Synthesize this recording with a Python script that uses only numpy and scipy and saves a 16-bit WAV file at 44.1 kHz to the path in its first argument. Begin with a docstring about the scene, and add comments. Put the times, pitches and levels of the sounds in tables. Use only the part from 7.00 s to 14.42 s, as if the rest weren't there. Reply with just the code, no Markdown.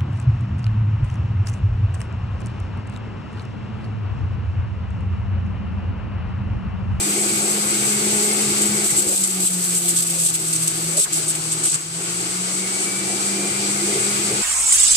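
"""On a kitchen counter a centrifugal juicer runs, heard by two small microphone ports with gain control.
The motor hums at shaft speed and whines at its slot rate; shaped noise makes rumble, fan whirr and the air
roaring round the basket. A stalk pushed down the chute is shredded in hissing bites, gated noise with a
swell for each, while the speed sags. Hollow tones and a scuff come from the chute. Motor and air dip briefly
at set times, and the gain control turns everything down while the recent power is high."""
import sys
import numpy as np
from scipy import signal
from scipy.fft import rfft, irfft, next_fast_len
from scipy.io import wavfile
from scipy.ndimage import uniform_filter1d

SR = 44100
rng = np.random.default_rng(int(sys.argv[2]) if len(sys.argv) > 2 else 0)


def dump(signal):
    """Clip the signal to [-1, 1] and save it as 16-bit WAV at the path in sys.argv[1]."""
    limited = np.clip(np.atleast_2d(signal).T, -1, 1)
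    pcm = np.round(limited * 32767).astype(np.int16)
    wavfile.write(sys.argv[1], SR, pcm)


N = 327222
TIME = np.arange(N) / SR
LEFT_RIGHT = np.array([[1], [-1]])
FREE_TURNS = 207.6   # free shaft speed, turns per s

# basket and lid resonances: centre_hz, width_hz, lift_db (in the roar; the whine takes 1.9 times as much)
BASKET_MODES = [(4650, 300, 3), (6635, 25, 7), (7315, 40, 3), (7880, 80, 4), (9000, 300, 3)]


def amp(db):
    """dB to gain."""
    return 10 ** (np.asarray(db) / 20)


def rms_one(x):
    """Scale to rms 1."""
    return x / np.sqrt(np.mean(x ** 2) + 1e-20)


def span(start_s, end_s):
    """The samples between two times."""
    return slice(int(start_s * SR), int(end_s * SR))


def in_time(rows):
    """Columns of a curve at every sample."""
    s, *columns = np.transpose(rows)
    return [np.interp(TIME, s, column) for column in columns]


def at_hz(points, hz):
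    """Read a spectrum on a log frequency axis."""
    point_hz, point_db = np.array(points).T
    return np.interp(np.log(hz), np.log(point_hz), point_db)


def band_pass(x, order, band_hz):
    """Keep one frequency band."""
    return signal.sosfilt(signal.butter(order, band_hz, "band", fs=SR, output="sos"), x)


def lift_db(modes, hz):
    """Summed lift of some resonances at hz, each a bell round its centre."""
    return sum(lift / (1 + (2 * (hz - centre) / width) ** 2) for centre, width, lift in modes)


def drift(rate_hz):
    """Slow chance movement of spread 1: noise through two equal low-pass poles, run at SR / 40."""
    r = np.exp(-80 * np.pi * rate_hz / SR)
    noise = rng.standard_normal(N // 40 + 2002)
    slow = rms_one(signal.lfilter([1], [1, -2 * r, r * r], noise)[2000:])   # skips the settling
    return np.interp(np.arange(N) / 40, np.arange(len(slow)), slow)


def coloured(spectrum, grain=1.0, modes=(), patchy_db=0.0):
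    """Stereo noise of a given spectrum, alike on both sides in the bass; grain gates it, six bands flicker apart."""
    # how alike the two sides are: freq_hz, likeness (1 same, 0 unrelated, -1 opposite)
    likeness = [(30, .94), (80, 1), (180, .99), (260, .95), (400, 0.97), (600, 0.71), (840, 0.6),
                (1070, -0.087), (1360, -0.72), (1730, 0.32), (2300, 0.43), (3000, .12), (6000, .22)]
    port_lag_s, lag_from_hz = .00045, 1800   # the treble reaches the right port later
    size = next_fast_len(N)
    hz = np.arange(size // 2 + 1) * SR / size + 1e-3
    mid, side = rfft(rng.standard_normal((2, N)) * grain, size)
    alike = np.clip(at_hz(likeness, hz), -1, 1)
    both = np.sqrt(1 + alike) * mid + np.sqrt(1 - alike) * side * LEFT_RIGHT
    low, high = spectrum[0][0], spectrum[-1][0]
    both *= amp(at_hz(spectrum, hz) + lift_db(modes, hz)) * (hz > low) * (hz < high)
    both[1] *= np.exp(-2j * np.pi * port_lag_s * np.maximum(hz - lag_from_hz, 0))
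    if not patchy_db:
        return rms_one(irfft(both, size)[:, :N])
    # six overlapping triangular bands, evenly spaced in pitch
    place = 5 * np.log(hz / low) / np.log(high / low)
    flickering = 0
    for k in range(6):
        band = irfft(both * np.clip(1 - abs(place - k), 0, 1), size)[:, :N]
        flickering = flickering + amp(patchy_db * drift(9.9)) * band
    return rms_one(flickering)


def shaft_speed():
    """Turns per second: dragged down by the stalk, then an exponential return to free speed."""
    # shaft speed until the stalk is gone: time_s, turns_per_s
    speed = [(0, 201), (.25, 204.2), (.6, 205.9), (1, 207.4), (1.35, 208.1), (1.75, 207.4), (1.95, 202.7),
             (2.25, 188.5), (2.65, 177.1), (3.1, 168.2), (3.35, 162.9), (3.6, 161.5), (3.95, 165.7),
             (4.25, 158.3), (4.6, 160.3), (4.79, 158.6)]
    spin_up_s = 1.0   # time constant
    free_s, last_turns = speed[-1]
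    spin_up = FREE_TURNS - (FREE_TURNS - last_turns) * np.exp(-(TIME - free_s) / spin_up_s)
    return np.where(TIME > free_s, spin_up, in_time(speed)[0])


def cutting():
    """1 while the stalk is on the grater, with softened edges."""
    start_s, end_s = 1.8, 4.8
    return uniform_filter1d(1. * (TIME > start_s) * (TIME < end_s), size=4000)


def chute_open():
    """0 with the pusher in, 1 with it out."""
    # pusher out: starts_to_lift_s, back_in_s
    pusher_out = [(.55, 1.76), (6.45, 8.0)]
    lift_s, close_s = 0.59, 0.23
    return sum(np.interp(TIME, [out, out + lift_s, back, back + close_s], [0, 1, 1, 0])
               for out, back in pusher_out)


def bass_dips():
    """Gain of the hum and boom: a sudden drop, held, then a quick return."""
    # brief dips: start_s, depth_db (rumble and air take a smaller share), recovery_s
    dips = [(1.87, 9, .025), (2.15, 9, .04), (2.46, 9, .04), (2.78, 5, .07), (3.27, 10, .02),
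            (4.004, 15, .095), (4.685, 14, .04), (4.765, 8, .08)]
    db = np.zeros(N)
    for s, depth_db, recovery_s in dips:
        near = span(s, s + 2 * recovery_s)
        db[near] -= depth_db * np.exp(-((TIME[near] - s) / recovery_s) ** 4)
    return amp(uniform_filter1d(db, size=130))


def air_lull():
    """After the last bite rumble and air stay low, then creep back."""
    start_s, depth_db, back_s = 4.83, 5, 0.16
    shape = (TIME > start_s) * np.exp(-(np.maximum(TIME - start_s, 0) / back_s) ** 2)
    return amp(-depth_db * uniform_filter1d(shape, size=1500))


def motor_hum(turns):
    """Unbalance hums at low orders of the shaft rate, over a steady magnetic hum from the mains."""
    # mean levels before drift: time_s, hum_db (shaft rate), second_db (twice the shaft rate)
    levels = [(0, -28.5, -47), (.95, -26.5, -36), (1.25, -27, -26), (1.4, -24.5, -36.5), (1.8, -27, -37),
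              (1.97, -31.5, -47), (2.35, -24.5, -61), (2.72, -26, -39), (2.84, -27.5, -28),
              (3.0, -25.5, -40.5), (3.6, -30, -36), (3.95, -29.5, -39), (4.15, -32, -41), (4.7, -32, -42),
              (5.8, -33.5, -49), (6.6, -29, -49), (7.0, -30.5, -34), (7.42, -28.5, -41.5)]
    # higher orders: multiple of shaft rate, level_db against the second order
    orders = [(3, -13), (4, -11.5)]
    # magnetic hum: freq_hz, level_db before drift
    mains = [(60, -58), (120, -50)]
    hum_db, second_db = in_time(levels)
    skew = .1 * LEFT_RIGHT   # radians; the ports stand a little apart
    angle = 2 * np.pi * np.cumsum(turns) / SR + skew
    hum = amp(hum_db + 1.8 * drift(7.2)) * np.sin(angle)
    hum += amp(second_db + 0.6 * drift(2.1)) * np.sin(2 * angle)
    for k, db in orders:
        hum += amp(second_db + db + 2.0 * drift(1.5)) * np.sin(k * angle)
    for hz, db in mains:
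        hum += amp(db + 2.5 * drift(2.5)) * np.sin(2 * np.pi * hz * TIME + skew)
    return np.sqrt(2) * hum   # levels are rms


def slot_whine(turns):
    """Slots whine at twelve a turn and its multiples, loudest where they meet a resonance."""
    # whine level with nothing on the grater: turns_per_s, level_db
    by_speed = [(172, -53), (184, -40), (191, -27.5), (195, -36.5), (199, -31), (203, -37), (206, -41)]
    # partials: multiple of shaft rate, level_db relative to the curve above, left_right_db
    orders = [(12, -3, 0), (36, -18, 3), (48, -17, 5)]
    mute_db = 24   # the stalk on the grater damps the whine
    whine_db = np.interp(turns, *np.transpose(by_speed)) - mute_db * cutting()
    angle = 2 * np.pi * np.cumsum(turns) / SR
    whine = 0
    for k, db, pan_db in orders:
        # room reflections move level and phase on each side
        waver = np.array([drift(4.3) for _ in range(4)])
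        level_db = db + 1.9 * lift_db(BASKET_MODES, k * turns) + 1.5 * waver[:2] + pan_db / 2 * LEFT_RIGHT
        whine = whine + amp(level_db) * np.sin(k * angle + 0.14 * k * waver[2:])
    return np.sqrt(2) * amp(whine_db) * whine


def low_rumble(sag, opened):
    """Low noise that weakens as the speed sags; the open chute lifts one band of it."""
    # shape of the rumble: freq_hz, relative density_db (per Hz)
    spectrum = [(50, -46), (90, -32), (130, -9), (215, -7), (250, -15), (310, -2), (357, 2.5), (420, -7),
                (480, -9.5), (600, -15), (700, -10), (840, -11.5), (1000, -29)]
    level_db, db_per_turn = -27, 0.156   # chute closed: at free speed, lost per turn per s of sag
    mouth_hz, mouth_gain = (400, 462), 0.69
    rumble = amp(level_db - db_per_turn * sag + 1.16 * drift(5.8)) * coloured(spectrum, patchy_db=2.0)
    return rumble + mouth_gain * opened * band_pass(rumble, 1, mouth_hz)


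def bass_boom(opened):
    """Drifting bass noise that swells while the chute is open."""
    # shape of the boom: freq_hz, relative density_db (per Hz)
    spectrum = [(30, -47), (110, -2), (145, 3.5), (185, -6), (230, -42)]
    closed_db, open_lift_db = -43, 6.5
    return amp(closed_db + open_lift_db * opened + 3.5 * drift(5.6)) * coloured(spectrum)


def air_roar(sag, opened):
    """Air roars round the basket, coloured by its resonances and weaker as the speed sags."""
    # shape of the roar: freq_hz, relative density_db (per Hz)
    spectrum = [(700, -19), (1000, -9), (1300, 0.5), (1500, -4.5), (1850, -10.5), (2600, -4), (3600, -7.5),
                (4500, -6), (6500, -9), (10000, -12.5), (13000, -18.5), (15900, -24.5)]
    level_db, db_per_turn = -25, 0.0725   # chute closed: at free speed, lost per turn per s of sag
    open_lift_db = 1.5
    level = amp(level_db - db_per_turn * sag + open_lift_db * opened)
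    return level * coloured(spectrum, modes=BASKET_MODES, patchy_db=1.05)


def fan_whirr(sag, opened):
    """The cooling fan breathes a narrow noise band, ringing in its housing."""
    # shape of the whirr: freq_hz, relative density_db (per Hz)
    spectrum = [(1950, 10.5), (2150, 9), (2330, 6.5), (2550, -4), (2800, -6)]
    # fan housing resonances: centre_hz, width_hz, lift_db
    housing = [(2156, 30, 7.5), (2258, 33, 6.5), (2278, 27, 7.5), (2640, 90, 16)]
    level_db, db_per_turn = -35, 0.2   # chute closed: at free speed, lost per turn per s of sag
    open_lift_db, pan_db = 2.5, -0.5   # pan is left over right
    level = amp(level_db - db_per_turn * sag + open_lift_db * opened)
    whirr = level * coloured(spectrum, modes=housing, patchy_db=3.5)
    return whirr * amp(pan_db / 2 * LEFT_RIGHT)


def counter_shudder(opened):
    """Deep noise: the counter shakes, most while the stalk is cut or hands work at the open chute."""
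    spectrum = [(18, -10), (40, -10), (75, 3)]   # freq_hz, relative density_db (per Hz)
    level_db = -52.5   # at full activity
    activity = np.maximum(cutting(), opened).clip(.3)
    return amp(level_db + 2.7 * drift(1.1)) * activity * coloured(spectrum)


def shredding(sag):
    """Teeth tear fibres in dense snaps: a spray of changing level plus bites that set in fast, hold and fade."""
    # pulp and juice thrown against the basket: time_s, spray_db before the treble shaping
    feed = [(1.6, -32), (1.9, -31), (2.3, -27.5), (2.6, -28), (2.9, -26), (3.4, -29.5), (3.9, -32.5),
            (4.09, -42), (4.2, -36), (4.6, -48), (4.78, -54)]
    # bites of the grater into the stalk: start_s, level_db before the treble shaping, length_s
    bites = [(1.613, -23.5, 0.022), (1.653, -25, 0.017), (1.841, -22.5, 0.069), (1.957, -19.5, 0.045),
             (2.018, -25, 0.016), (2.063, -22.5, 0.033), (2.102, -20, 0.08), (2.202, -27, 0.017),
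             (2.233, -18.5, 0.013), (2.395, -23.5, 0.06), (2.451, -19.5, 0.031), (2.692, -30, 0.026),
             (2.742, -21.5, .04), (2.88, -21, 0.026), (2.958, -17.5, 0.039), (3.021, -17, 0.0087),
             (3.067, -20, 0.0079), (3.098, -19, 0.0093), (3.138, -24, 0.0069), (3.177, -22, 0.082),
             (3.26, -14.5, .01), (3.282, -18.5, 0.018), (3.336, -20, 0.018), (3.389, -29, 0.029),
             (3.44, -26, 0.061), (3.526, -22, 0.013), (3.552, -18.5, .008), (3.618, -22, 0.016),
             (3.673, -18, 0.0086), (3.965, -22, 0.03), (3.99, -18.5, .045), (4.123, -23, 0.017),
             (4.143, -26.5, 0.048), (4.279, -20.5, 0.026), (4.351, -22.5, 0.0037), (4.512, -22, 0.019),
             (4.632, -22, .01), (4.65, -20, 0.034), (4.689, -22.5, 0.015), (4.713, -22, 0.02),
             (4.739, -20, 0.0099)]
    # shape of the tearing noise: freq_hz, relative density_db (per Hz)
    spectrum = [(1200, -90), (2500, -5.5), (4000, -3), (6000, -3), (9000, -1), (12000, 1), (15900, -8.5)]
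    rise_s, fall_s, swell = .001, .014, .2   # edges, both longer by this share of the length
    spray = amp(2 * in_time(feed)[0])   # as power
    power = spray.copy()
    for s, db, length in bites:
        corners = s + np.array([0, rise_s + swell * length, rise_s + length, fall_s + (1 + swell) * length])
        near = span(s, corners[-1])
        power[near] += (amp(db) * np.interp(TIME[near], corners, [0.29, 1, 0.87, 0.062])) ** 2

    snaps_per_s = 12000
    snap_strength = amp(1.9 * np.minimum(rng.exponential(1, N), 4))
    snaps = snap_strength * (rng.random(N) < snaps_per_s / SR)
    tearing = coloured(spectrum, snaps, patchy_db=1.2)

    # slower teeth lose a share of the top for each turn per s of sag
    dull_hz, dull_per_turn, top_gain = 10600, 0.005, 1.2
    # the top comes mostly from the spray and takes only this share of a bite's swell
    top_follows = .55
    below = signal.sosfiltfilt(signal.butter(4, dull_hz, fs=SR, output="sos"), tearing)
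    top = top_gain * (1 - np.clip(dull_per_turn * sag, 0, 1))
    top = top * (spray / power) ** ((1 - top_follows) / 2)

    # fast teeth make the basket sing, until the speed sags by sing_sag turns per s
    sing_hz, sing_gain, sing_sag = (7100, 8000), .6, 35
    sing = signal.sosfiltfilt(signal.butter(2, sing_hz, "band", fs=SR, output="sos"), tearing)
    tearing = below + (tearing - below) * top + sing_gain * np.clip(1 - sag / sing_sag, 0, 1) * sing

    chatter = amp(1.5 * drift(60))   # the stalk jumps on the teeth
    lean = amp(-.7 * LEFT_RIGHT)     # the chute is nearer the right port
    return np.sqrt(power) * chatter * lean * tearing


def chute_knocks():
    """Short hollow swells at the pitch of the air column, blown unevenly as pusher and stalk move."""
    # tones of the chute: start_s, peak_db before the gusts, mean pitch_hz, length_s
    column = [(1.908, -25, 133.6, 0.04), (1.981, -27.5, 529, 0.23), (2.058, -27, 121, 0.037),
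              (3.045, -35, 527, 0.24), (3.852, -30, 353, 0.075), (3.922, -28.5, 570, 0.11),
              (3.963, -29, 425, 0.068), (4.12, -33, 341, 0.057), (4.18, -33, 430, 0.07),
              (6.798, -19, 355, 0.072), (6.946, -23, 390, 0.053), (7.312, -24.5, 132.8, 0.061)]
    out = np.zeros(N)
    wobble_s = 0.07 * np.cumsum(drift(40)) / SR   # pitch wanders with a spread of 7 %
    gusts = amp(3.0 * drift(60))
    for s, db, hz, length in column:
        near = span(s, s + length)
        swell = np.sin(np.pi * (TIME[near] - s) / length) ** 2
        out[near] += amp(db) * swell * np.sin(2 * np.pi * hz * (TIME[near] + wobble_s[near]))
    return out * gusts


def pusher_scuff():
    """One short dull rub of plastic on plastic as the pusher scuffs the chute."""
    centre_s, level_db, half_s, band_hz = 4.066, -30, .016, (950, 1850)
    rub = band_pass(rng.standard_normal((2, N)), 2, band_hz)
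    return amp(level_db) * np.exp(-((TIME - centre_s) / half_s) ** 2) * rms_one(rub)


def kitchen(x):
    """Tiles and cupboards throw the treble back: a short dying tail, another on each side."""
    level_db, t60_s, from_hz = -13, 0.15, 1330
    s = np.arange(SR // 8) / SR
    tail = rng.standard_normal((2, len(s))) * amp(-60 * s / t60_s) * (s > .002)
    tail = signal.sosfilt(signal.butter(2, from_hz, "high", fs=SR, output="sos"), tail)
    tail /= np.sqrt(np.sum(tail ** 2, axis=1, keepdims=True))
    return x + amp(level_db) * signal.fftconvolve(x, tail, axes=1)[:, :N]


def gain_control(x):
    """Turns both sides down by how far the recent mean power lies over the threshold."""
    threshold_db, cut_per_db, memory_s = -18, 1.23, .27
    power = np.mean(x ** 2, axis=0)
    r = np.exp(-1 / (memory_s * SR))
    recent, _ = signal.lfilter([1 - r], [1, -r], power, zi=[power[:SR // 4].mean()])
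    over_db = np.maximum(10 * np.log10(recent) - threshold_db, 0)
    return x * amp(-cut_per_db * over_db)


def scene():
    """Motor, air, stalk and chute; the treble sources also sound in the room."""
    turns = shaft_speed()
    sag = FREE_TURNS - turns
    opened, dips, lull = chute_open(), bass_dips(), air_lull()
    bass = (motor_hum(turns) + bass_boom(opened)) * dips
    rumble = low_rumble(sag, opened) * dips ** 0.5 * lull
    air = (fan_whirr(sag, opened) + air_roar(sag, opened)) * dips ** 0.4 * lull
    in_room = kitchen(slot_whine(turns) + air + shredding(sag))
    return bass + rumble + counter_shudder(opened) + chute_knocks() + pusher_scuff() + in_room


def record(dry):
    """Each port has a bright cavity resonance; the gain follows the level, peaks are rounded and the top is cut."""
    # left, then right port: resonance_hz, width_hz, lift_db, gain_db
    ports = [(7934, 857, 19, -3.5), (8170, 680, 17, -3.5)]
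    cutoff_hz, ceiling = 15830, .62
    heard = []
    for side, (hz, width_hz, peak_db, gain_db) in zip(dry, ports):
        r = np.exp(-np.pi * width_hz / SR)
        b = (1 - r * r) / 2
        peak = signal.lfilter([b, 0, -b], [1, -2 * r * np.cos(2 * np.pi * hz / SR), r * r], side)
        heard.append(amp(gain_db) * (side + (amp(peak_db) - 1) * peak))
    rounded = ceiling * np.tanh(gain_control(np.array(heard)) / ceiling)
    return signal.sosfilt(signal.cheby2(20, 70, cutoff_hz, fs=SR, output="sos"), rounded)


dry = scene()
out = record(dry)
dump(out)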